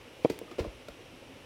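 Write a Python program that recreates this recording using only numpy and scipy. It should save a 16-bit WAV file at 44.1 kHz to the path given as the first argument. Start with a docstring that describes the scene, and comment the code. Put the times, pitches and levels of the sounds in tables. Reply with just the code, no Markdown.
"""Faint bumps and a soft scuff come first, over the steady noise of a small room: close by, a laptop
in a fabric sleeve is being lowered into its cardboard box on a wooden table. Its edge knocks twice,
it bumps and taps the hollow tray, and it settles with a low thud as the box takes its weight.
The sleeve scuffs along the cardboard, with one tiny tick in between. Then a hand takes hold of it."""
import sys
import numpy as np
from scipy import signal
from scipy.fft import rfft, irfft, next_fast_len
from scipy.io import wavfile

SR = 44100
rng = np.random.default_rng(int(sys.argv[2]) if len(sys.argv) > 2 else 0)


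def to_wav(s):
    """Save 16-bit WAV."""
    ch = np.atleast_2d(s).T  # columns
    pcm = np.round(np.clip(ch, -1, 1) * 32767)  # PCM
    wavfile.write(sys.argv[1], SR, pcm.astype(np.int16))


N = 63945


def from_db(db):
    """Turn decibels into a number to multiply a sound by."""
    return 10 ** (np.asarray(db) / 20)


def normalise(x):
    """Scale a sound so that its average strength (rms) is 1."""
    return x / np.sqrt(np.mean(x ** 2))


def since(start):
    """Seconds since the start, zero before it."""
    return np.maximum(np.arange(N) / SR - start, 0)


def fade(age, fade_s):
    """Die away by 60 dB in the fade time, fade_s."""
    return np.exp(-np.log(1000) * age / fade_s)


def shape_tone(x, points, tilt_db=0):
    """Filter a sound through (Hz, dB) points; a tilt above zero makes it brighter."""
    size = 2 * next_fast_len(N)
    octave = np.log2(np.maximum(np.fft.rfftfreq(size, 1 / SR), 20))
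    hz, db = np.array(points, float).T
    point_octaves = np.log2(hz)
    slope_db = tilt_db * np.maximum(octave - point_octaves[0], 0)
    gain = from_db(np.interp(octave, point_octaves, db) + slope_db)
    # Fold the filter forward in time, so nothing rings before the sound begins.
    cepstrum = irfft(np.log(gain))
    cepstrum[1:size // 2] *= 2
    cepstrum[size // 2 + 1:] = 0
    return irfft(rfft(x, size) * np.exp(rfft(cepstrum)))[:N]


def low_cut(x, hz):
    """Turn down the bass below hz."""
    return signal.sosfilt(signal.butter(2, hz, "high", fs=SR, output="sos"), x)


def ring(start, hz, fade_s, rise_s):
    """One tone that builds up while two things touch, then dies away."""
    age = since(start)
    build_up = 1 - np.exp(-(age / rise_s) ** 2)
    return np.sin(2 * np.pi * hz * age) * fade(age, fade_s) * build_up


# The room noise from bass to treble (frequency [Hz], relative level [dB])
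ROOM_NOISE_TONE = [(15, -37), (25, -4), (69, -9), (101, -2.5), (169, -9.5), (204, -17.5), (240, -3.5),
                   (389, -6.5), (537, -4.5), (722, -13), (804, -12), (1530, -18), (2770, -12.5),
                   (4620, -26), (5580, -23), (6730, -31), (10900, -32), (15500, -44)]
ROOM_NOISE_DB = -51.5

def room_noise():
    """A quiet, steady rush, strongest in the bass."""
    return from_db(ROOM_NOISE_DB) * normalise(shape_tone(rng.standard_normal(N), ROOM_NOISE_TONE))


# Soft bumps on the tray (time [s], level [dB], base pitch [Hz], base fade time [s])
BUMPS = [(0.076, -43, 423, 0.031), (.191, -44, 502, 0.052), (0.3, -16, 403.5, 0.031),
         (0.3211, -41.5, 340, 0.087), (.414, -27.5, 470, 0.034), (.453, -46, 275, 0.037),
         (0.513, -40, 342, 0.11), (.584, -17.5, 390, 0.012), (.5895, -15, 481, 0.028),
         (0.5938, -27, 315, 0.023), (.6148, -29, 417, .035), (0.631, -32.5, 314, 0.033),
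         (.648, -27.5, 577, .03), (.659, -30, 319, 0.041), (.8843, -29.5, 589, 0.026),
         (.889, -43.5, 254, 0.036), (1.006, -45, 344, 0.054), (1.129, -49, 239, 0.11),
         (1.221, -42.5, 534, 0.063), (1.296, -51, 264, 0.19), (1.359, -48.5, 260, 0.058)]
# The tones in each bump (pitch [times base], added level [dB], fade time [times base])
TRAY_TONES = [(.4, -15.5, 2.64), (.77, -4, 1.25), (1.0, 5, 0.78), (1.3, -17.5, 1.64), (2.2, -17, 0.68)]

def tray_bumps():
    """Padded bumps make the hollow tray ring; the pitch depends on where it is touched."""
    return sum(from_db(db + tone_db) * ring(start, hz * ratio, fade_s * stretch, rise_s=0.0018)
               for start, db, hz, fade_s in BUMPS
               for ratio, tone_db, stretch in TRAY_TONES)


# Slides of the sleeve (time [s], level [dB], rise time [s], fade time [s], tilt [dB per octave])
SCUFFS = [(.11, -63.5, 0.13, 0.23, 4.5), (0.2437, -43.5, 0.0016, 0.081, -.5),
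          (0.2969, -37.5, 0.0031, 0.068, 1.6), (.318, -51, 0.003, 0.036, 3.5),
          (0.512, -49, 0.0019, 0.083, 0), (0.58, -37, 0.017, 0.082, -0.95), (0.616, -57, 0.005, 0.059, -3),
          (0.64, -45.5, 0.0034, 0.051, -2), (0.8838, -43.5, 0.0012, 0.029, 2.6)]
# A scuff from bass to treble, before its tilt (frequency [Hz], relative level [dB])
SCUFF_TONE = [(150, -12), (500, 6.5), (1000, 9), (1500, 1), (2400, 5.5), (5500, -4), (7500, -9.5),
              (11000, -17.5), (15500, -18)]
SLIPS_PER_S, SLIP_SPREAD_DB = 4500, 2.5

def sleeve_scuffs():
    """Fibres make many tiny slips on the cardboard, swelling and fading with each slide."""
    out = np.zeros(N)
    for start, db, rise_s, fade_s, tilt_db in SCUFFS:
        slips = rng.random(N) < SLIPS_PER_S / SR
        directions = np.sign(rng.standard_normal(N))
        strengths = from_db(SLIP_SPREAD_DB * rng.standard_normal(N))
        rustle = normalise(shape_tone(slips * directions * strengths, SCUFF_TONE, tilt_db))
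        swell = np.minimum(since(start) / rise_s, 1) * fade(since(start + rise_s), fade_s)
        out += from_db(db) * swell * rustle
    return out


# Hard knocks of the laptop's edge (time [s], level [dB], pitch [times base], high-tone boost [dB])
KNOCKS = [(0.2481, 0, 0.976, 1.5), (0.2546, -4, 1.129, -18)]
# The low tones in each knock (base pitch [Hz], added level [dB], fade time [s])
KNOCK_LOW_TONES = [(180, 4.5, 0.00832), (293, -8.5, 0.031), (436, 14, 0.0073), (708, -5.5, .009),
                   (992, -20, .017)]
# The high tones in each knock (base pitch [Hz], added level [dB], fade time [s])
KNOCK_HIGH_TONES = [(1900, -31, 0.016), (2410, -20.5, .013), (3290, -29, 0.013)]

def edge_knocks():
    """The edge strikes, then bounces with a duller knock; the small panel gives off little bass."""
    def strike(start, ratio, tones):
        return sum(from_db(db) * ring(start, hz * ratio, fade_s, rise_s=0.0019)
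                   for hz, db, fade_s in tones)
    out = np.zeros(N)
    for start, db, ratio, high_db in KNOCKS:
        low = strike(start, ratio, KNOCK_LOW_TONES)
        high = from_db(high_db) * strike(start, ratio, KNOCK_HIGH_TONES)
        out += from_db(db) * (low + high)
    return low_cut(out, hz=115)


# Low thuds of the whole box (time [s], level [dB], pitch [Hz], fade time [s])
THUDS = [(0.301, -45.5, 58.6, 0.23), (0.603, -17, 75, 0.043), (0.627, -39, 83, 0.12),
         (0.671, -30, 53.3, 0.11), (0.744, -48, 60, 0.17), (0.895, -44, 55.4, 0.13)]

def box_thuds():
    """The box swings slowly a few times as it takes the weight."""
    return sum(from_db(db) * ring(start, hz, fade_s, rise_s=0.0031) for start, db, hz, fade_s in THUDS)


# The tick from bass to treble (frequency [Hz], relative level [dB])
TICK_TONE = [(300, -9), (1000, 7), (3000, 0), (5800, -4), (7300, -22), (10500, -0.5), (16000, -7.5)]
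TICK_START_S, TICK_DB = 0.39, -31

def tick():
    """A dry, bright snap about a millisecond long."""
    age = since(TICK_START_S)
    hiss = normalise(shape_tone(rng.standard_normal(N), TICK_TONE))
    return from_db(TICK_DB) * (age > 0) * fade(age, fade_s=0.004) * hiss


# Light taps on cardboard (time [s], level [dB], pitch [Hz])
TAPS = [(0.48, -45.5, 1240), (0.5145, -41.5, 1220), (0.595, -37.5, 978), (0.646, -40, 1070),
        (0.884, -42, 1390)]

def cardboard_taps():
    """Each light touch makes a stiff cardboard edge ring with one short tone."""
    return sum(from_db(db) * ring(start, hz, fade_s=0.037, rise_s=0.00092) for start, db, hz in TAPS)


def room_echo(x):
    """The walls of a small furnished room send the sound back as a short blur."""
    age = since(0.0079)  # the first echo takes this long to return
    tail = rng.standard_normal(N) * fade(age, fade_s=0.32) * (age > 0)
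    return signal.fftconvolve(x, tail / np.sqrt(np.sum(tail ** 2)))[:N]


def scene():
    """Add all the sounds into one channel; the edge, tray and sleeve also echo."""
    tray = tray_bumps() + cardboard_taps()
    sleeve = sleeve_scuffs()
    edge = edge_knocks()
    echo = room_echo(from_db(-9) * tray + from_db(-7) * sleeve + from_db(-27) * edge)
    return (tray + sleeve + edge + box_thuds() + tick() + echo + room_noise())[None]


def record(dry):
    """Take away the deepest rumble and the highest treble."""
    bottom_hz, top_hz = 34.5, 15800
    treble_cut = signal.ellip(10, .2, 80, top_hz, fs=SR, output="sos")
    return signal.sosfilt(treble_cut, low_cut(dry, bottom_hz))


dry = scene()
out = record(dry)
to_wav(out)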